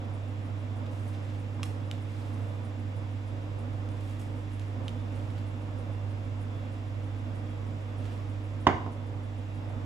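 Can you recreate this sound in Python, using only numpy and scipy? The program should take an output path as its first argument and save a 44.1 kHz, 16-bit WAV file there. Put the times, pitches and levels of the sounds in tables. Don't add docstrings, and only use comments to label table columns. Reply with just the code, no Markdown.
import sys
import numpy as np
from scipy import signal
from scipy.fft import rfft, irfft, next_fast_len
from scipy.io import wavfile
from scipy.ndimage import uniform_filter1d, minimum_filter1d, map_coordinates

SR = 44100
rng = np.random.default_rng(int(sys.argv[2]) if len(sys.argv) > 2 else 0)


def store_wav(level_fs):
    pcm = np.round(np.clip(np.atleast_2d(level_fs), -1, 1) * 32767)
    wavfile.write(sys.argv[1], SR, pcm.T.astype(np.int16))


N = 434385


def amp(db):
    return 10 ** (np.asarray(db) / 20)


def unit(x):
    return x / np.sqrt(np.mean(x ** 2) + 1e-20)


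def along(points, hz):
    f, v = np.transpose(points)
    return np.interp(np.log(hz + 1), np.log(f + 1), v)


def seconds():
    return np.arange(N) / SR


def pan(db):
    return amp(np.array([np.atleast_1d(db), -np.atleast_1d(db)]) / 2)


def wobble(rate):
    knots = rng.standard_normal(int(N * rate / SR) + 4)
    return map_coordinates(knots, [np.arange(N) * rate / SR])


def filtered(x, response):
    n = x.shape[-1]
    m = next_fast_len(n + SR // 4)
    hz = np.fft.rfftfreq(m, 1 / SR)
    return irfft(rfft(x, m) * response(hz), m)[..., :n]


def coloured(x, spectrum):
    return unit(filtered(x, lambda hz: amp(along(spectrum, hz))))


def decay(t, t60):
    return np.exp(-np.log(1000) * t / t60)


def ring(t, hz, t60):
    return np.sin(2 * np.pi * hz * t) * decay(t, t60)


def burst(t, t60):
    z = rfft(rng.standard_normal(len(t)) * decay(t, t60))
    flat = irfft(z / (np.abs(z) + 1e-12), len(t))
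    return flat * decay(t, 10 * t60)


def add(track, s, sound):
    part = track[round(s * SR):][:len(sound)]
    part += sound[:len(part)]


def spread(pair):
    # (frequency [Hz], correlation [-1 to 1])
    likeness = [(60, 0.84), (130, 1), (290, 0.94), (630, 0.21), (1390, -0.013), (3040, -0.23), (6660, 0.81),
                (14600, 1)]

    def mid_side_gains(hz):
        angle = np.arccos(np.clip(along(likeness, hz), -1, 1)) / 2
        return np.array([np.cos(angle), np.sin(angle)])

    mid, side = filtered(pair, mid_side_gains)
    return np.array([mid + side, mid - side])


def in_room(x, wet_db, lean_db, lag_ms=0):
    # (frequency [Hz], t60 [s])
    room_t60 = [(100, 0.6), (1000, 0.53), (3000, 0.48), (7000, 0.43), (14000, 0.44)]
    hz, t, z = signal.stft(rng.standard_normal((2, SR // 2)), SR, nperseg=256)
    dying = z * decay(t, along(room_t60, hz)[:, None])
    tail = spread(signal.istft(dying, SR, nperseg=256)[1])
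    tail = np.pad(tail / np.linalg.norm(tail[0]), ((0, 0), (SR // 400, 0)))
    late = filtered(x, lambda hz: np.exp(-2j * np.pi * hz * lag_ms / 1000))
    direct = np.array([late, x]) * pan(lean_db)
    return direct + amp(wet_db) * signal.fftconvolve(x[None], tail, axes=1)[:, :N]


def rumble(db=-66.0):
    colour = [(15, -25), (30, -4), (45, -4), (58, -7), (80, -11), (160, -42), (600, -100)]
    noise = coloured(rng.standard_normal((2, N)), colour)
    shared = noise[0] * pan(-4)
    opposed = .4 * noise[1] * np.array([[1], [-1]])
    return amp(db) * (shared + opposed)


def air(fan_db=-44, hiss_db=-57.0, cross_hz=1500):
    # (frequency [Hz], relative level [dB])
    fan_colour = [(20, -20), (70, -19), (120, 1), (200, -9.5), (243, 5.5), (275, -1.5), (297, -1),
                  (340, -8), (430, -10), (495, -3), (680, -9), (1000, -12.5), (1500, -17)]
    # (frequency [Hz], relative level [dB])
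    hiss_colour = [(1500, 0.5), (2100, 1), (2800, -2), (3500, -5.5), (4300, -12), (5700, -13.5),
                   (6600, -18), (7500, -15), (8300, -24), (10500, -24.5), (12500, -29), (15000, -36)]
    # (frequency [Hz], left minus right [dB])
    stereo_tilt = [(60, -33), (130, -14.5), (290, -2.5), (630, -2), (1390, -2), (3040, -2), (6660, -2.5),
                   (14600, 3.5)]
    noise = lambda spectrum: coloured(rng.standard_normal((2, N)), spectrum)
    low = lambda hz: 1 / np.sqrt(1 + (hz / cross_hz) ** 10)
    high = lambda hz: np.sqrt(1 - low(hz) ** 2)
    rush = unit(filtered(noise(fan_colour), low)) * amp(fan_db + 1.14 * wobble(6))
    hiss = unit(filtered(noise(hiss_colour), high)) * amp(hiss_db)
    return filtered(spread(rush + hiss), lambda hz: pan(along(stereo_tilt, hz)))


def appliance(sway=0.068, idle_db=-57.1, loaded_db=-51.1):
    # (frequency [Hz], rms level before wavering [dB], left minus right [dB])
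    hum_partials = [(100, -35.5, -5), (200, -65.5, 5), (300, -53.5, 4.5)]
    t = seconds()
    turn_hz, shaft_hz, mains_hz = 16.65, 48.9, 50
    swing = 1 + sway * np.sin(2 * np.pi * turn_hz * t + 1.5 * wobble(1.3))
    hum = 0
    for hz, db, lean_db in hum_partials:
        locked_hz = mains_hz * np.round(hz / mains_hz)
        level = amp(db + 0.73 * wobble(9.6))
        partial = unit(np.sin(2 * np.pi * locked_hz * t + 0.21 * wobble(2.47)))
        hum = hum + level * pan(lean_db) * partial
    shaft = unit(np.sin(2 * np.pi * shaft_hz * t + .15 * wobble(3)))
    load = np.clip((t - 3.1) / .2, 0, 1)
    throb = amp(idle_db + (loaded_db - idle_db) * load) * shaft
    return swing * hum + throb * pan(-4.5)


def whine(waver_db=2.5, blur=1):
    # (frequency [Hz], rms level before wavering [dB])
    tones = [(2202, -98), (2740, -73.5), (3332, -77), (3478, -76), (3623, -81.5), (3822, -80), (4936, -81)]
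    t = seconds()
    drift = lambda: blur * np.array([wobble(8.7), wobble(8)])
    tone = lambda hz: unit(np.sin(2 * np.pi * hz * t + drift()))
    return sum(amp(db + waver_db * wobble(6.4)) * tone(hz) for hz, db in tones)


def clock(tick_db=-69.5, tock_db=-74.0, uneven_db=1.8, t60=0.18):
    period, first, gap = .31365, .142, .146
    t = seconds()

    def beat(start):
        age = (t - start + period / 2) % period - period / 2
        return np.where(age < 0, decay(np.abs(age), .06), decay(np.abs(age), t60))

    level = amp(tick_db) * beat(first) + amp(tock_db) * beat(first + gap)
    colour = [(4000, -26), (8200, -4), (9600, 3), (10800, -12), (14000, -18)]
    metal = coloured(rng.standard_normal(N), colour)
    return in_room(level * amp(uneven_db * wobble(9)) * metal, wet_db=-18, lean_db=-2.5)


def knocks(crack_t60=0.015, rattle_db=-17.5, rattle_t60=0.25, chatter_db=3.5, lowest_hz=90):
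    # (time [s], overall level [dB], relative crack level [dB], relative boom level [dB],
    # contact hardness as a low-pass cut-off [Hz], pitch of the clack [Hz])
    contacts = [(1.596, -38, -20, -22, 3500, 1020), (5.898, -34, -30, -13, 900, 560),
                (8.6671, -22, -18, -10, 3500, 1010), (8.6687, -5.5, -29, -5.5, 3500, 1000),
                (8.6698, -3.5, -19, .5, 3500, 1000), (8.6726, -9, -12, 3, 3500, 1040),
                (8.6855, -21.5, -22, 6.5, 3000, 940), (8.703, -30, -14, -4, 3500, 1100),
                (8.7170, -24, -22, 3, 3000, 760), (8.7450, -27, -26, -8, 2500, 1000),
                (8.7820, -27, -28, -8, 2000, 990), (8.8020, -32, -28, -9, 1800, 880),
                (8.8635, -23.5, -26, -4, 1100, 1000), (8.8675, -28, -24, 0, 950, 650),
                (9.7016, -31, -34, -6, 800, 670), (9.7120, -37, -32, -5, 800, 680)]
    # (frequency [Hz], relative level [dB], t60 [s])
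    wood_modes = [(96, -16.5, 0.24), (137, -27, 0.15), (185, -24, 0.1), (244.6, -22, 0.23),
                  (306, -23.5, 0.12), (370.4, -18.5, 0.13), (298, -10.5, 0.019), (620, -11, 0.043),
                  (840, -18, 0.014), (995, -3, 0.015), (1126, -12, 0.02), (1470, -14.5, 0.022),
                  (1970, -16.5, 0.021), (2920, -14, 0.0071)]
    # (frequency [Hz], relative level [dB])
    crack_colour = [(200, 4), (1200, -10), (2400, 5), (3300, 6), (4300, -1), (5500, -3), (7500, -11.5),
                    (11000, -27), (15000, -35)]
    # (frequency [Hz], relative level [dB])
    rattle_colour = [(120, 8.5), (200, 0), (380, 3), (500, -3.5), (700, 7), (1020, 0.5), (1350, -5.5),
                     (2100, -5), (2700, -18), (3600, -26), (6000, -41), (14000, -52)]
    board_below_hz, clack_hz = 450, 1000
    out, t = np.zeros(N), np.arange(SR // 2) / SR
    chatter = unit(amp(chatter_db * wobble(220)))
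    board_modes = [mode for mode in wood_modes if mode[0] < board_below_hz]
    clack_modes = [mode for mode in wood_modes if mode[0] >= board_below_hz]
    for s, db, crack_db, boom_db, contact_hz, pitch_hz in contacts:
        boom = sum(amp(mode_db + boom_db) * ring(t, hz, t60) for hz, mode_db, t60 in board_modes)
        clack = sum(amp(mode_db) * ring(t, hz * pitch_hz / clack_hz, t60) for hz, mode_db, t60 in clack_modes)
        crack_noise = coloured(rng.standard_normal(len(t)), crack_colour)
        crack = amp(crack_db) * crack_noise * decay(t, crack_t60)
        grains = rng.standard_normal(len(t)) * np.roll(chatter, -round(s * SR))[:len(t)]
        rattle = amp(rattle_db) * coloured(grains, rattle_colour) * decay(t, rattle_t60)
        rise = 1 - decay(t, 0.0023)
        soften = signal.butter(2, contact_hz, fs=SR, output="sos")
        cushioned = signal.sosfilt(soften, boom + clack + rattle * rise)
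        add(out, s, amp(db) * (cushioned + crack * rise))
    out = signal.sosfilt(signal.butter(4, lowest_hz, "highpass", fs=SR, output="sos"), out)
    return in_room(out, wet_db=-9.0, lean_db=-5.0, lag_ms=0.1)


def strokes(grain_db=4.5, catch_db=2.5):
    # (start [s], loudest [s], end [s], scuff level at the loudest [dB],
    # hiss of card on card relative to scuff on cloth [dB])
    slides = [(0.85, .866, 0.87, -55, -26), (.905, 0.922, 1.05, -70, -4), (.96, 1.07, 1.14, -71, 4),
              (1.125, 1.137, 1.18, -59, -18), (1.05, 1.24, 1.32, -66.5, -20),
              (1.235, 1.244, 1.254, -60, -24), (1.275, 1.302, 1.32, -57.5, -28),
              (1.32, 1.35, 1.39, -66, -8), (1.632, 1.64, 1.69, -58.5, -2), (1.914, 1.92, 1.97, -61, -10),
              (1.972, 2.202, 2.41, -62.5, -9.5), (2.3, 2.45, 2.7, -70, -6), (3.88, 3.96, 4.2, -72, -4),
              (3.98, 4.08, 4.2, -67, -5), (4.103, 4.114, 4.128, -58, -18),
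              (4.185, 4.202, 4.25, -62.5, -1.5), (4.35, 4.385, 4.45, -70, -5),
              (4.485, 4.52, 4.53, -60.5, -9), (4.59, 4.61, 4.66, -64, -9), (4.884, 4.895, 4.94, -65, -10),
              (4.95, 5.17, 5.5, -65.5, -12), (5.33, 5.385, 5.42, -67, -25), (7.965, 8.06, 8.24, -60.5, -11)]
    # (frequency [Hz], relative level [dB])
    scuff_colour = [(500, -22), (1500, 3), (2600, 3.5), (4000, -1.5), (5600, -6.5), (7000, -12),
                    (15000, -28)]
    # (frequency [Hz], relative level [dB])
    hiss_colour = [(2000, -13), (5000, -1), (7500, 6), (11000, 1), (15000, -11)]
    t, out = seconds(), np.zeros(N)
    catches = catch_db * wobble(110)
    grains = lambda: rng.standard_normal(N) * amp(grain_db * wobble(700) + catches)
    scuff = coloured(grains(), scuff_colour)
    hiss = coloured(grains(), hiss_colour)
    for start, top, end, db, hiss_db in slides:
        speed = np.interp(t, [start, top, end], [0, 1, 0])
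        out += amp(db) * speed * (scuff + amp(hiss_db) * hiss)
    return in_room(out, wet_db=1, lean_db=-6)


def snaps(crack_t60=0.018, crack_gain_db=14.0, echo_db=-8, tap_hz=1160, tap_t60=0.025):
    # (time [s], overall level [dB], card pitch [Hz], ring t60 [s],
    # relative twisting mode level [dB], table echo delay [ms], crack level before the common gain [dB],
    # relative fingertip tap level [dB])
    flicks = [(1.6314, -27.5, 2750, 0.014, -10, 2.4, -1.5, -6.5),
              (1.6375, -37, 2880, .005, -13, 2.6, 2, -20), (1.9134, -28.5, 2930, 0.0037, 1, 1.35, -9, -24),
              (3.889, -46.5, 3000, .004, -6, 1.8, -3, -20), (4.596, -44, 3000, .004, -11, 2.2, 0, -18),
              (4.8815, -28, 3120, 0.0068, -7, 2.9, -14, -30),
              (4.8919, -44, 3150, 0.0055, -11, 2.4, -3, -28)]
    # (frequency [Hz], relative level [dB])
    crack_colour = [(500, -22), (1800, -16), (2800, -5), (5000, -4), (7000, 0), (9000, 1), (11000, -4),
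                    (12500, -13), (15000, -21)]
    # (multiple of the card's pitch [ratio], level before following the crack [dB])
    bending_modes = [(1.15, -7), (1.41, -7), (1.92, -4)]
    twist_ratio = 1.17
    overtones_follow = 0.95
    out, t = np.zeros(N), np.arange(SR // 10) / SR
    for s, db, hz, t60, twist_db, echo_ms, crack_db, tap_db in flicks:
        fibres = amp(crack_db + crack_gain_db) * burst(t, crack_t60)
        crack = filtered(np.roll(fibres, shift=10), lambda f: amp(along(crack_colour, f)))
        modes = [(1, 0), (twist_ratio, twist_db)]
        modes += [(multiple, mode_db + overtones_follow * crack_db) for multiple, mode_db in bending_modes]
        paper = sum(amp(mode_db) * ring(t, hz * multiple, t60 / multiple) for multiple, mode_db in modes)
        paper = signal.sosfilt(signal.butter(3, hz * 0.67, "highpass", fs=SR, output="sos"), paper)
        tap = amp(tap_db) * ring(t, tap_hz, tap_t60)
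        add(out, s, amp(db) * (paper + crack + tap))
        add(out, s + echo_ms / 1000, amp(db + echo_db) * paper)
    return in_room(out, wet_db=-9.5, lean_db=-2, lag_ms=0.02)


def scene():
    background = rumble() + air() + appliance() + whine() + clock()
    return background + knocks() + strokes() + snaps()


def record(dry, ceiling_db=-3.0, release=0.7):
    t = seconds()
    loudest_side = (dry ** 2).max(axis=0)
    level = np.sqrt(2 * np.abs(uniform_filter1d(loudest_side, size=88)))
    excess = np.maximum(1 - amp(ceiling_db) / (level + 1e-9), 0)
    held = np.maximum.accumulate(excess * np.exp(t / release)) * np.exp(-t / release)
    gain = minimum_filter1d(1 - held, size=200)
    gain = uniform_filter1d(uniform_filter1d(gain, size=100), size=100)
    ducked = dry * gain
    rounded = ducked / (1 + (ducked / .95) ** 6) ** (1 / 6)
    return filtered(rounded, lambda hz: hz < 15150)


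dry = scene()
out = record(dry)
store_wav(out)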